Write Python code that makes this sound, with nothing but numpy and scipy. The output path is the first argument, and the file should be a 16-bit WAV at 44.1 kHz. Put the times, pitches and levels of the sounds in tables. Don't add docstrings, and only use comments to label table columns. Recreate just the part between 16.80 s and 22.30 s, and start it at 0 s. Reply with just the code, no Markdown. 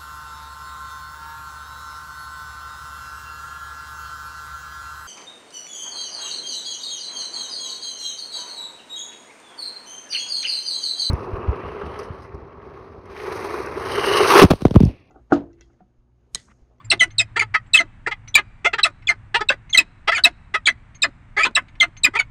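import sys
import numpy as np
from scipy import signal
from scipy.io import wavfile

SR = 44100
rng = np.random.default_rng(int(sys.argv[2]) if len(sys.argv) > 2 else 0)


def to_linear_factor(level_db):
    exponent = np.asarray(level_db, float) / 20
    return 10 ** exponent


def generate_wav(signal):
    frames = np.transpose(np.atleast_2d(signal))
    scaled = np.clip(frames, -1, 1) * 32767
    pcm = np.round(scaled).astype(np.int16)
    wavfile.write(sys.argv[1], SR, pcm)


N = 242550

SLOW_HZ, FAST_HZ, PRESSED_HZ = 430, 660, 604.3


def rms_one(x):
    return x / np.sqrt(np.mean(x ** 2) + 1e-20)


def drift(rate_hz, count=N):
    r = np.exp(-2 * np.pi * rate_hz / SR)
    settling = 4000
    noise = rng.standard_normal(count + settling)
    return rms_one(signal.lfilter([1], [1, -2 * r, r * r], noise)[settling:])


def resonate(x, modes):
    out = 0
    for k, (hz, width_hz, level_db) in enumerate(modes):
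        r = np.exp(-np.pi * width_hz / SR)
        b = np.array([1, 0, -1]) * (1 - r * r) / 2
        a = [1, -2 * r * np.cos(2 * np.pi * hz / SR), r * r]
        out = out + (-1) ** k * to_linear_factor(level_db) * signal.lfilter(b, a, x)
    return out


def add(out, start_s, sound):
    at = round(start_s * SR)
    out[at:at + len(sound)] += sound[:N - at]


def raised_sine(x):
    return np.sin(np.pi / 2 * np.clip(x, 0, 1)) ** 2


def town():
    # hz, density_db
    town_spectrum = [(20, 11.5), (114, 1), (258, -9.5), (430, -24), (900, -17), (2000, -18.5), (4900, -45),
                     (9500, -42)]
    hz_points, db_points = np.transpose(town_spectrum)
    limits_hz = 18 * 2 ** np.arange(0, 9.1, 1 / 3)
    white = rng.standard_normal((2, N))
    out = 0
    for k, (low, high) in enumerate(zip(limits_hz, limits_hz[1:])):
        third = signal.butter(3, [low, high], "band", fs=SR, output="sos")
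        level_db = np.interp(np.log(low * high) / 2, np.log(hz_points), db_points)
        out = out + to_linear_factor(level_db) * signal.sosfilt(third, white[k % 2])
    return to_linear_factor(-47) * rms_one(out)


def rumble():
    # time_s, rumble_db
    gusts = [
        (0, -38),
        (.7, -39.5),
        (1.0, -51),
        (1.4, -43.5),
        (2.1, -54),
        (2.45, -41.5),
        (3.2, -53),
        (4.3, -50.5),
        (5.5, -45),
    ]
    time_s, level_db = np.transpose(gusts)
    hum = resonate(rng.standard_normal(N), [(106, 18, 0)])
    hum = resonate(hum, [(104, 28, 0)])
    return to_linear_factor(np.interp(np.arange(N) / SR, time_s, level_db) - 4.5) * rms_one(hum)


def space(x, t60_s, cut_hz, first_s):
    t = np.arange(SR // 2) / SR
    echoes = rng.standard_normal(len(t)) * to_linear_factor(-60 * t / t60_s) * (t > first_s)
    echoes = signal.sosfilt(signal.butter(1, cut_hz, fs=SR, output="sos"), echoes)
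    return signal.fftconvolve(x, echoes / np.sqrt(np.sum(echoes ** 2)))[:N]


def surroundings(birds):
    # hz, width_hz, level_db
    box_modes = [(251, 65, 2.5), (460, 22, -11), (700, 33, -15.5), (1260, 27, -15.5), (1994, 30, -12.5)]
    box = to_linear_factor(-10.5) * space(birds, t60_s=.051, cut_hz=3500, first_s=.0021)
    yard = to_linear_factor(-53) * space(birds, t60_s=1, cut_hz=3000, first_s=.025)
    return box + yard + resonate(birds, box_modes)


def squeaks():
    # start_s, tick_db, third_partial_hz, squeak_over_tick_db
    squeak_events = [
        (0.0416, -49, 7300, -2.5),
        (0.3037, -39.5, 6320, -16),
        (0.8612, -49.5, 7640, -22),
        (1.4754, -34.5, 6050, -6.5),
        (2.2214, -45, 5440, -30.5),
        (2.8933, -38.5, 6330, -2.5),
        (4.1455, -43, 6440, -6),
        (4.8827, -40, 6510, -34),
        (4.9521, -46, 5530, -29),
        (5.166, -37, 6350, -9.5),
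    ]
    out, t = np.zeros(N), np.arange(round(.024 * SR)) / SR
    beak_modes = [(2203, 660, 14), (4300, 1200, 1)]   # hz, width_hz, level_db
    for start, tick_db, third_hz, squeak_db in squeak_events:
        tick = rng.standard_normal(len(t)) * t / .0014 * np.exp(1 - t / .003)
        add(out, start, to_linear_factor(tick_db - 15) * resonate(tick, beak_modes))
        pitch_hz = third_hz / 3 * (1 - .04 * np.exp(-t / .0013) + .014 * drift(300, len(t)))
        phase = 2 * np.pi * np.cumsum(pitch_hz) / SR
        tone = np.sin(3 * phase) + to_linear_factor(-14.5) * np.sin(2 * phase) + to_linear_factor(-14) * np.sin(phase)
        swell = t / .0034 * np.exp(1 - t / .0059)
        add(out, start + .0044, to_linear_factor(tick_db + squeak_db) * swell * tone)
    return out


def pulsed(calls, throat, swell, jitter, rough, sag, closing_db, gain_db):
    # hz, width_hz, level_db
    bright_throat = [(5500, 1100, 4), (6600, 5800, 14), (8200, 3900, 17.5)]
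    out = np.zeros(N)
    for first_hz, (start, end, level_db, last_hz, bright_db) in calls:
        length = end - start
        t = np.arange(round((length + .04) * SR)) / SR - .005
        rate_s = [-.005, .004, .36 * length, .52 * length, length, length + .012]
        rate_hz = [.86 * first_hz, .93 * first_hz, 1.05 * first_hz, last_hz, last_hz, sag * last_hz]
        rate = np.interp(t, rate_s, rate_hz)
        cycles = np.cumsum(rate * (1 + jitter * drift(290, len(t)))) / SR
        beat = np.floor(cycles).astype(int)

        strength = to_linear_factor(5 * np.sqrt(rough) * rng.standard_normal(len(t))[beat])
        pulses = np.diff(beat, prepend=0) * strength * np.sqrt(SR / rate)
        breathy = rng.standard_normal(len(t)) * np.exp(-1.5 * (cycles % 1)) * 1.7
        source = np.sqrt(1 - rough) * pulses + np.sqrt(rough) * breathy

        lag = np.arange(90)
        scatter = rng.standard_normal(90) * np.exp(-lag / 35) + 3.5 * (lag == 0)
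        source = np.convolve(source, scatter)[:len(t)]

        closing = closing_db * (t / length - .4)
        body = 0
        for k, mode in enumerate(throat):
            tilt = to_linear_factor(-closing * np.log2(mode[0] / 1300))
            body = body + (-1) ** k * tilt * resonate(source, [mode])
        edge = to_linear_factor(-1.5 * closing) * resonate(resonate(source, bright_throat), bright_throat)
        voice = body / np.std(body[:round(length * SR)]) + to_linear_factor(bright_db - 21) * rms_one(edge)

        knots_s = [-.005, 0, .004, swell * length + .0025, .62 * length + .0039,
                   length + .0023, length + .023]
        envelope_db = np.interp(t, knots_s, [-52.5, -13.5, -4.5, -3.5, -5, -20, -41.5])
        add(out, start - .005, to_linear_factor(level_db + gain_db + envelope_db) * voice)
    return out


def grunts():
    # start_s, end_s, level_db, last_rate_hz, bright_db
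    slow_grunts = [(.563, 0.59, -16, 465.6, -7), (0.615, 0.636, -19, 439, -10),
                   (.742, 0.771, -12, 642, -18.5), (1.269, 1.288, -17.5, 470, -11.5),
                   (1.312, 1.335, -22.5, 408, -22), (1.847, 1.882, -12, 701, -11.5),
                   (1.932, 1.952, -17, 460, -19.5), (1.983, 2.007, -18.5, 401, -26),
                   (2.544, 2.578, -12, 470, -8.5), (2.607, 2.626, -18.5, 430, -15.5),
                   (3.276, 3.306, -11.5, 657, -18), (3.317, 3.35, -15, 460, -12.5),
                   (3.741, 3.77, -14, 642, -12.5), (4.567, 4.598, -17, 399, -24.5),
                   (5.336, 5.35, -30.5, 429, -13.5), (5.351, 5.377, -16.5, 455.5, -11)]
    # start_s, end_s, level_db, last_rate_hz, bright_db
    pressed_grunts = [
        (2.701, 2.708, -14, 542, -8),
        (2.711, 2.735, -23.5, 395, -12),
        (4.589, 4.623, -14, 655, -17),
    ]
    # hz, width_hz, level_db
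    grunt_throat = [(470, 220, -5), (900, 270, -2), (1324, 270, 4), (1967, 200, 8), (2520, 180, -1.5),
                    (2680, 140, -0.5), (3380, 230, -6), (3980, 100, -8.5), (4600, 250, -13),
                    (5700, 1200, -24)]
    calls = [(SLOW_HZ, call) for call in slow_grunts] + [(PRESSED_HZ, call) for call in pressed_grunts]
    return pulsed(calls, grunt_throat, swell=.3, jitter=.015, rough=.02, sag=.95, closing_db=3, gain_db=1.2)


def rasps():
    # start_s, end_s, level_db, last_rate_hz, bright_db
    chip_rasps = [(0.117, 0.143, -16.5, 390, -3), (0.229, 0.246, -23.5, 731, 6.5),
                  (0.4, 0.424, -24, 643, 9), (0.943, 0.986, -20, 620, 15), (.997, 1.023, -22.5, 660, -12),
                  (1.572, 1.6, -16.5, 401.6, -5.5), (2.048, 2.074, -15, 642, 0),
                  (2.294, 2.326, -21.5, 430, -13), (2.975, 2.991, -18, 660, 16.5),
                  (2.993, 3.02, -22, 463.5, 3), (3.447, 3.482, -16, 694, -8),
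                  (3.873, 3.894, -10.5, 529, -3.5), (4.238, 4.257, -15.5, 626, -10),
                  (4.765, 4.79, -14, 547.7, -5.5), (5.026, 5.05, -18.5, 695, -12.5),
                  (5.242, 5.254, -25, 650, 14), (5.257, 5.28, -22, 481, -12), (5.4, 5.418, -25.5, 480, -7)]
    # start_s, end_s, level_db, last_rate_hz, bright_db
    slow_rasps = [
        (3.375, 3.398, -20, 742, -10.5),
        (4.647, 4.677, -17, 479, -2.5),
    ]
    # hz, width_hz, level_db
    rasp_throat = [(267, 130, -9.5), (716, 250, -6), (1147, 270, 1.5), (1650, 250, 4.5), (2070, 250, 4),
                   (2660, 230, 3), (3300, 900, -3.5), (4340, 450, -11.5)]
    calls = [(FAST_HZ, call) for call in chip_rasps] + [(SLOW_HZ, call) for call in slow_rasps]
    return pulsed(calls, rasp_throat, swell=.2, jitter=.05, rough=.1, sag=.45, closing_db=6, gain_db=2)


def whistle_notes():
    # start_s, length_s, settled_hz, peak_db, overtone_db
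    openings = [(.103, .011, 3885, -8, -10), (.196, 0.022, 2997, -14.5, -15.5),
                (.21, 0.033, 2930, -27.5, -2.5), (.383, .016, 3660, -9.5, -10),
                (.935, 0.011, 3705, -9.5, -8.5), (.973, 0.0094, 3050, -7, -24),
                (1.544, 0.0053, 3280, -11.5, -17), (1.551, 0.0059, 3753, -9, -7),
                (2.033, 0.0064, 3876, -1, -15.5), (2.273, 0.0036, 3325, -11, -19),
                (2.689, .0043, 3707, -6.5, -14), (2.93, 0.022, 3120, -13.5, -15.5),
                (2.975, 0.0086, 3822, -2.5, -14.5), (3.439, 0.011, 3773, -3.5, -18.5),
                (3.858, 0.0098, 3210, -11, -14.5), (3.866, .008, 3900, -14, -8.5),
                (4.221, 0.011, 3620, -12, -9), (4.752, 0.01, 3763, -11, -6), (5.002, .014, 3102, -9, -20.5),
                (5.236, .008, 3730, -10, -2.5)]
    # start_s, length_s, settled_hz, peak_db, overtone_db
    lower_notes = [(.115, 0.0068, 2686, -3, -14.5), (.209, 0.027, 1969, -8, -16.5),
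                   (.395, 0.024, 2514, -13.5, -7.5), (.943, 0.02, 2558, -4.5, -24),
                   (.958, 0.014, 2510, -25, -3), (.988, 0.025, 2018, -11, -15),
                   (1.554, 0.016, 2311, -3.5, -14.5), (2.041, 0.0094, 2602, -6, -11),
                   (2.282, 0.0093, 2386, -14, -17.5), (2.288, 0.022, 2068, -12.5, -14),
                   (2.693, 0.0052, 2627, -2.5, -22), (2.948, 0.018, 1987, -11.5, -12),
                   (2.982, 0.02, 2525, -6.5, -13), (3.449, 0.011, 2598, -4, -13),
                   (3.872, .0075, 2252, -5, -12.5), (3.886, .02, 2003, -12.5, -19.5),
                   (4.232, 0.012, 2460, -12, -4.5), (4.761, 0.0064, 2660, -5.5, -15),
                   (5.01, 0.023, 2039, -9.5, -12.5), (5.246, .011, 2441, -4.5, -10.5),
                   (5.263, .0093, 1967, -13.5, -32), (3.348, 0.016, 2383, -16, -15.5),
                   (3.362, 0.011, 2205, -11, -15.5), (5.391, 0.022, 2202, -9, -21.5)]
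    # start_s, length_s, settled_hz, peak_db, overtone_db
    peeps = [(.003, 0.017, 1180, -42, -15), (.561, 0.0066, 1843, -16.5, -30.5),
             (.595, 0.0071, 2387, -9, -15), (.608, 0.013, 2220, -13.5, -20.5),
             (.618, 0.014, 2260, -25.5, -7), (.745, .011, 2366, -16, -26.5),
             (1.265, .0075, 1919, -14, -41.5), (1.936, 0.0073, 2710, -16.5, -34),
             (1.985, .007, 1914, -16, -24.5), (1.996, 0.0049, 2820, -24, -23),
             (2.545, 0.0082, 1790, -14.5, -21), (2.594, 0.01, 1310, -24.5, -21.5),
             (2.7, 0.0076, 1599, -7.5, -17.5), (3.373, 0.011, 2194, -22, -10.5),
             (4.578, 0.051, 2312, -16.5, -21), (4.62, 0.022, 2510, -20, -24.5),
             (4.634, 0.013, 2499, -7.5, -16.5), (5.369, 0.016, 2510, -17.5, -35)]
    kinds = [(openings, 9.0, .015), (lower_notes, 2.5, .016), (peeps, -5.5, .008)]
    found = []
    for table, glide, longest_s in kinds:
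        for start, length, settled_hz, peak_db, over_db in table:
            first_hz = settled_hz * (1 + glide * min(length, longest_s))
            found.append((start, length, first_hz, settled_hz, peak_db, over_db))
    return found


def whistles():
    out = np.zeros(N)
    shake = .006 * drift(400)
    flutter_db = 2.5 * (drift(150) + .25 * drift(1500))
    for start, length, first_hz, settled_hz, peak_db, over_db in whistle_notes():
        t = np.arange(round((length + .005) * SR)) / SR - .003
        first = round(start * SR)
        at = slice(first, first + len(t))
        fall = np.minimum(np.exp(-(t - .12 * length) / (.2 * length + .001)), 2.2)
        pitch_hz = settled_hz + (first_hz - settled_hz) * fall
        phase = 2 * np.pi * np.cumsum(pitch_hz * (1 + shake[at])) / SR

        rise_s = .004 + .027 * abs(first_hz / settled_hz - 1)
        rise = raised_sine((t - t[0]) / rise_s)
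        end = raised_sine((t[-1] - t) / .0045)
        depth = (settled_hz < 2800) * np.clip(.15 + .5 * t / length, 0, .8)
        swings = round(settled_hz / 660)
        end = end * (1 - depth * np.sin(phase / swings / 2) ** 6)

        overtones = np.sin(2 * phase) + to_linear_factor(-2) * np.sin(3 * phase) + to_linear_factor(-10) * np.sin(4 * phase)
        tone = np.sin(phase) + to_linear_factor(over_db) * overtones
        level_db = peak_db + .4 + flutter_db[at] - 3.7 * t / t[-1]
        add(out, start + t[0], to_linear_factor(level_db) * rise * end * tone)
    return out


def scene():
    birds = whistles() + squeaks() + grunts() + rasps()
    return (birds + surroundings(birds) + town() + rumble())[None]


def top_cut(x):
    return signal.sosfilt(signal.butter(12, 16640, fs=SR, output="sos"), x)


def record(dry):
    microphone = signal.cheby2(18, 70, 1.07 * 9500, fs=SR, output="sos")
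    heard = signal.sosfilt(microphone, dry)
    overload = .765
    flattened = heard / (1 + np.abs(heard / overload) ** 32) ** (1 / 32)
    band_edge = signal.cheby2(14, 50, 16600, fs=SR, output="sos")
    return top_cut(signal.sosfilt(band_edge, flattened))


dry = scene()
out = record(dry)
generate_wav(out)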